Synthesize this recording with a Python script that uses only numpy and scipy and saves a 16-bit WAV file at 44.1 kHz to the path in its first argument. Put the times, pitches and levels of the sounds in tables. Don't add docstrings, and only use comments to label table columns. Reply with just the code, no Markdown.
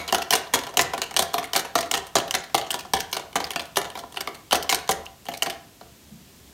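import sys
import numpy as np
from scipy import signal
from scipy.fft import rfft, irfft, next_fast_len
from scipy.io import wavfile
from scipy.ndimage import uniform_filter1d

SR = 44100
rng = np.random.default_rng(int(sys.argv[2]) if len(sys.argv) > 2 else 0)


def bounce(signal):
    frames = np.transpose(np.atleast_2d(signal))
    limited = np.clip(frames, -1, 1)
    pcm = np.round(limited * 32767).astype(np.int16)
    wavfile.write(sys.argv[1], SR, pcm)


N = 287973

# (s, clack dB, snap dB over clack, hollow knock dB over clack)
CONTACTS = [(0.078, -26, -3, -7.5), (0.1252, -14.5, -2.5, 3.5), (.146, -13, -2.5, 0), (0.181, -29, 3, -18),
            (.325, -13.5, -12, -6), (.333, -9.5, -3.5, -1.5), (.353, -13.5, 1, -5.5), (0.537, -11, -2, 0), (.556, -15.5, -3.5, -0.5),
            (0.5891, -24, -4, -17), (0.6358, -27.5, -5, -4), (0.667, -30, -5, 4), (.6903, -39.5, -9, 9),
            (0.7395, -39, 1.5, 8.5), (0.7924, -8, -2, -2), (.8124, -23, 11, 2.5), (.846, -35, -6, 10), (.9353, -24, -6, 7.5),
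            (.9781, -25.5, -5, 4.5), (1.0173, -15.5, -2, -6.5), (1.1098, -31.5, -3, -2), (1.1413, -28.5, -2, -3),
            (1.191, -9.5, -2, -3.5), (1.2221, -21.5, 3.5, 1.5), (1.3343, -38.5, 9, 10), (1.3404, -19, 0.5, 5.5),
            (1.3811, -20.5, -1.5, 6), (1.441, -24.5, -15, -18), (1.5523, -15, -16, -5), (1.561, -11.5, -4, -4),
            (1.754, -14, -2.5, 5.5), (1.787, -19.5, -3, 0), (1.807, -27.5, 7, -20), (1.828, -25, -10, -11),
            (1.93, -30.5, -7, 4), (1.939, -13.5, -6.5, -7.5), (1.9454, -19.5, -3, -.5), (1.972, -22.5, -0.5, 1),
            (2.154, -11.5, -1.5, 3), (2.1661, -13.5, -11, -3), (2.183, -19, -2, 0.5), (2.349, -16, -1.5, -4.5),
            (2.5448, -13, -2, 4.5), (2.5786, -20.5, -1.5, -5), (2.613, -26.5, -7, -21), (2.7279, -27.5, -16, -7),
            (2.7414, -20.5, -1.5, 0.5), (2.79, -31.5, 2.5, 0), (2.805, -31, -8, -12), (2.85, -41.5, -2, 10),
            (2.9353, -13.5, -1.5, 4), (2.9666, -23, -10, -5), (3.0047, -22, 7, -20), (3.1145, -56, 19, -17),
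            (3.15, -25.5, -21, -4.5), (3.1669, -21, -5.5, 1), (3.1959, -33, -4, 4), (3.3561, -16, -3.5, 3.5),
            (3.402, -24.5, -9, 5.5), (3.442, -24, -8, -27), (3.534, -30, -11, -28), (3.5593, -18, -6.5, -1.5),
            (3.6162, -51, 15, 14), (3.7695, -14, -1, 3.5), (3.815, -27, -2, 3), (3.8515, -29.5, -15, -2), (3.9531, -30, -16, 3.5),
            (3.974, -33.5, -4, 5.5), (3.989, -32, -1.5, -2), (4.0358, -45.5, -19, 18), (4.1226, -37, -6, -6),
            (4.1425, -39.5, 0, 4), (4.2738, -21.5, -14, 0.5), (4.3458, -36.5, -4, -3), (4.5272, -12.5, -2.5, 4),
            (4.5455, -19, -6, 3), (4.7148, -22, 0, -6), (4.725, -12, -5.5, -2), (4.7887, -30, -1, -18),
            (4.891, -16.5, -2.5, 6.5), (4.91, -24.5, 7.5, -6), (4.9175, -19, -20, -10), (5.0547, -44, 8, -14),
            (5.2545, -40.5, 1, -1), (5.2854, -25.5, -12, 5), (5.3376, -26.5, -11, -9), (5.3728, -44, 14.5, -10),
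            (5.4609, -22, -10, -5), (5.4688, -33, -5, 12), (5.499, -22, -8, -14), (5.811, -44, -43, 10)]
# (Hz, width Hz, dB)
HOLLOW = [(546.5, 37, -6.5), (686.5, 31.5, 5), (784, 52, 2.5), (987, 70, 2.5), (1158, 86, -3), (1360, 150, -9)]
# (Hz, width Hz, dB)
WALLS = [(1384, 156, -5), (1830, 156, -2), (2247, 176, -2.5), (2905, 266, -2), (3410, 480, -3.5), (4200, 580, -3), (4910, 710, -12.5)]
JOINT = [(2880, 260, -3), (3160, 220, 0)]
# (Hz, width Hz, dB)
EDGES = [(5540, 2000, -7.5), (6610, 780, -3.5), (8730, 2100, -10.5), (9520, 650, -11), (11410, 580, -14.5), (15300, 3900, -22.5)]
KITCHEN = [(100, 0.6), (400, 0.36), (1000, 0.54), (3000, 0.42), (7000, 0.36), (15000, 0.23)]  # (Hz, t60 s)
THUD = [(6.11, -36), (6.159, -47), (6.482, -52)]
THUD_MODES = [(149.5, 26, 17.5), (185, 48, 18), (220, 38, 19.5)]  # (Hz, width Hz, dB)
QUIET = [(15, -48), (25, -14), (64, -3), (170, -0.5), (363, -5.5), (439, -9.5), (591, -13), (659, -12), (1370, -18.5),
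         (3250, -15.5), (5000, -17), (7110, -17.5), (10400, -22.5), (12500, -19.5), (16000, -24)]
QUIET_DB = -48.5
LEAD = SR // 10
TOP_HZ = 15900
# (Hz, width Hz, dB)
COUNTER = [(46, 38, -23), (77.7, 7.5, -12.5), (155.3, 43, -10.5), (271.3, 61, -6), (340.3, 28.6, -4), (380.4, 27, -0.5), (456.3, 74, -5)]
FAR = [(100, -1.5), (300, -7), (520, -1), (740, -7), (1050, -10), (1500, -5.5), (2400, -9.5), (3150, -8.5), (4200, -11), (7000, -13), (15000, -16)]
HUM = (67, 11, -59.5)
BELLY = [(700.2, 56, -5.5), (772.5, 20, 0.5)]
CONTACT_RING_DB = -11
# (s, ring dB, clack dB over ring, snap dB over ring)
JOINT_CLICKS = [(-.06, -12, 2, -1.5), (0.0883, -22, -5, -20), (0.0973, -23, -12, -26), (0.2193, -20, -4, -6.5),
                (.3064, -10.5, -5.5, 0), (0.7709, -7.5, -3.5, -3), (1.1644, -14, 0.5, 1), (1.533, -18, -1.5, 1.5),
                (1.5928, -27, 5.5, 6), (1.7804, -25, 3, -1), (1.9123, -14, -5.5, 1), (2.201, -19, -22, -14),
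                (2.309, -15, -9.5, -1.5), (2.3408, -23.5, 7, 2.5), (2.4972, -41, 0, -12), (2.6474, -33, -8, -16),
                (2.7052, -13, -11, -6.5), (2.9991, -35, -17, 7), (3.1282, -19.5, -0.5, -1), (3.5059, -22, -1.5, -2.5),
                (3.5948, -22.5, -0.5, -14), (3.7585, -20.5, -9, -7), (3.9019, -27, -8, -6.5), (4.1703, -23, 1, -11),
                (4.207, -24, -1, -0.5), (4.5099, -20, -5, -7), (4.521, -12.5, -5, -23), (4.5536, -13.5, -10, -4),
                (4.6258, -25.5, -12, 0.5), (4.6929, -11, -5, -4), (4.7456, -18.5, -1, 5), (5.0642, -26.5, -13, -29),
                (5.2663, -32.5, -6, -15), (5.3158, -30, -13, -19), (5.4224, -8, -10, -8.5)]
CLICK_KNOCK_DB = -3.5
WALKING = [(0, 4.35), (4.55, 5.05), (5.25, 5.6)]
FAINT_DB, FAINT_DB_PER_S, FAINT_SPREAD_DB = -37, 0, 4.5
FAINT_MS = None
CHATTER_MS, CHATTER_MS_PER_KNOCK_DB, HEAVY_KNOCK_DB = 7.23, 0.05, -13.5
PINGS = [(2.6135, -30), (2.805, -38), (3.4422, -19), (4.2085, -21)]
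PING_MODES = [(4570, 350, -3), (4880, 370, -2)]  # (Hz, width Hz, dB)


def amp(db):
    return 10 ** (np.asarray(db) / 20)


def along(points, hz):
    f, v = np.transpose(points)
    return np.interp(np.log(hz + 1), np.log(f + 1), v)


def filtered(x, response):
    m = next_fast_len(x.shape[-1] + 8192)
    return irfft(rfft(x, m) * response(np.fft.rfftfreq(m, 1 / SR)), m)[..., :x.shape[-1]]


def struck(force, modes, db, scatter_db, detune):
    f = np.fft.rfftfreq(force.shape[1], 1 / SR)
    chance = rng.standard_normal((len(force), len(modes), 2))
    body = 0
    for k, (hz, width, level_db) in enumerate(modes):
        c = hz * (1 + detune * chance[:, k, :1])
        body = body + (-1) ** k * amp(level_db + scatter_db * chance[:, k, 1:]) * 1j * f * width / (c * c - f * f + 1j * f * width)
    ring = irfft(rfft(force) * body)
    strongest = uniform_filter1d(ring ** 2, size=100, axis=1).max(1)
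    return ring * (amp(db) / np.sqrt(strongest))[:, None]


def chatter(length_ms, spikes, spiky_db, rise_ms, edge):
    t_ms = np.arange(spikes.shape[1]) / SR * 1000
    fade = np.exp(-(t_ms / np.clip(length_ms, .3, 20)[:, None]) ** edge) * (1 - np.exp(-t_ms / rise_ms))
    return rng.standard_normal(spikes.shape) * amp(spiky_db * spikes) * fade


def toy(rows):
    _, db, snap_db, knock_db, ring_db = np.transpose(rows)
    length_ms = np.maximum(CHATTER_MS + CHATTER_MS_PER_KNOCK_DB * (knock_db - HEAVY_KNOCK_DB), 2.5)
    spikes = uniform_filter1d(rng.standard_normal((len(db), 8192)), size=36, axis=1) * 6
    force = lambda share, spiky_db, rise_ms=.15: chatter(share * length_ms, spikes, spiky_db, rise_ms, edge=0.79)
    clack = struck(blow(force(0.79, spiky_db=4), sharp=0.32), WALLS, db - 1.5, scatter_db=2.5, detune=0.036)
    ring = struck(blow(force(.35, spiky_db=4), sharp=1.3), JOINT, ring_db - 1.5, scatter_db=3, detune=.03)
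    snap = struck(blow(force(0.83, spiky_db=6.5), sharp=0.29), EDGES, snap_db, scatter_db=1.5, detune=0.046)
    knock = struck(blow(force(.55, spiky_db=4), sharp=2), HOLLOW, knock_db, scatter_db=1.5, detune=.012)
    boom = struck(blow(force(1.73, spiky_db=2.0, rise_ms=0.99), sharp=0.95), COUNTER, knock_db - 11, scatter_db=1.5, detune=0.014)
    rattle = struck(loose(count=len(db), per_s=120, fade_ms=21.8, tick_ms=2.15), WALLS + EDGES, db - 5.5, scatter_db=6.5, detune=0.071)
    belly = struck(force(1.3, spiky_db=2.0, rise_ms=1.4), BELLY, knock_db - 13.5, scatter_db=7, detune=0.016)
    return clack + snap + knock + boom + belly + rattle, ring


def kitchen(count):
    hz, t, z = signal.stft(rng.standard_normal((count, SR // 2)), SR, nperseg=256)
    tails = signal.istft(z * amp(-60 * t / along(KITCHEN, hz)[:, None]), SR, nperseg=256)[1]
    tails = tails * (1 - np.exp(-np.arange(tails.shape[1]) / (0.00067 * SR)))
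    return tails / np.linalg.norm(tails, axis=1, keepdims=True)


def walk():
    places = np.zeros((12, LEAD + N + 8192))
    near = np.zeros(places.shape[1])
    rows = contacts()
    for k, (row, body, ring) in enumerate(zip(rows, *toy(rows))):
        at = slice(LEAD + round(row[0] * SR), LEAD + round(row[0] * SR) + len(body))
        near[at] += body + ring
        places[k % len(places), at] += body + amp(-9) * ring
    wet = signal.fftconvolve(places, kitchen(count=len(places)), axes=1).sum(0)
    return near[LEAD:LEAD + N] + filtered(wet[LEAD:LEAD + N], lambda hz: amp(along(FAR, hz)))


def thuds():
    t = np.arange(16384) / SR
    push = np.exp(-t / 0.037) * uniform_filter1d(rng.standard_normal((len(THUD), len(t))), size=110, axis=1)
    out = np.zeros(N + len(t))
    for (s, _), sound in zip(THUD, struck(push, THUD_MODES, np.transpose(THUD)[1], scatter_db=0.0, detune=.012)):
        out[round(s * SR):][:len(t)] += sound
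    return out[:N]


def quiet():
    noise = filtered(rng.standard_normal(N), lambda hz: amp(along(QUIET, hz)))
    centre_hz, width_hz, hum_db = HUM
    hum = filtered(rng.standard_normal(N), lambda hz: np.exp(-((hz - centre_hz) / width_hz) ** 2))
    return amp(QUIET_DB) * noise / noise.std() + amp(hum_db) * hum / hum.std()


def loose(count, per_s, fade_ms, tick_ms):
    t_ms = np.arange(8192) / SR * 1000
    chance = rng.random((count, 2, len(t_ms)))
    starts = (chance[:, 0] < per_s / SR) * chance[:, 1] * np.exp(-t_ms / fade_ms)
    starts[:, 0] = 1
    ticks = signal.lfilter([1], [1, -np.exp(-1000 / (tick_ms * SR))], starts)
    return ticks * rng.standard_normal(ticks.shape)


def blow(force, sharp):
    first = np.arange(force.shape[1]) == 8
    return force / np.linalg.norm(force, axis=1, keepdims=True) + sharp * first


def contacts():
    rows = [(s, db, db + snap, db + knock, db + CONTACT_RING_DB) for s, db, snap, knock in CONTACTS]
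    rows += [(s, db + clack, db + snap, db + clack + CLICK_KNOCK_DB, db) for s, db, clack, snap in JOINT_CLICKS]
    return np.array(sorted(rows) + faint(per_s=6))


def faint(per_s):
    rows = []
    for start, end in WALKING:
        for slot in np.arange(start, end - .5 / per_s, 1 / per_s):
            s = slot + rng.random() / per_s
            clack, snap, knock, ring = FAINT_DB + FAINT_DB_PER_S * s + FAINT_SPREAD_DB * rng.standard_normal(4)
            rows.append((s, clack, snap - 6, knock + 3, ring - 5))
    return rows


def pings():
    t = np.arange(2048) / SR
    force = blow(rng.standard_normal((len(PINGS), len(t))) * np.exp(-t / 0.0027), sharp=.8)
    out = np.zeros(N + len(t))
    for (s, _), sound in zip(PINGS, struck(force, PING_MODES, np.transpose(PINGS)[1], scatter_db=2, detune=.015)):
        out[round(s * SR):][:len(t)] += sound
    return out[:N]


def scene():
    return (walk() + pings() + thuds() + quiet())[None]


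def record(dry):
    hold = np.exp(-1 / (.4 * SR))
    power = signal.lfilter([1 - hold], [1, -hold], dry ** 2, zi=[[.002]])[0]
    gain_db = -.15 * np.clip(10 * np.log10(power + 1e-12) + 48, 0, 40)
    loud = dry * amp(gain_db)
    rounded = loud / (1 + np.abs(loud / .8) ** 4) ** (1 / 4)
    return filtered(rounded, lambda hz: 1 / (1 + (hz / TOP_HZ) ** 90))


dry = scene()
out = record(dry)
bounce(out)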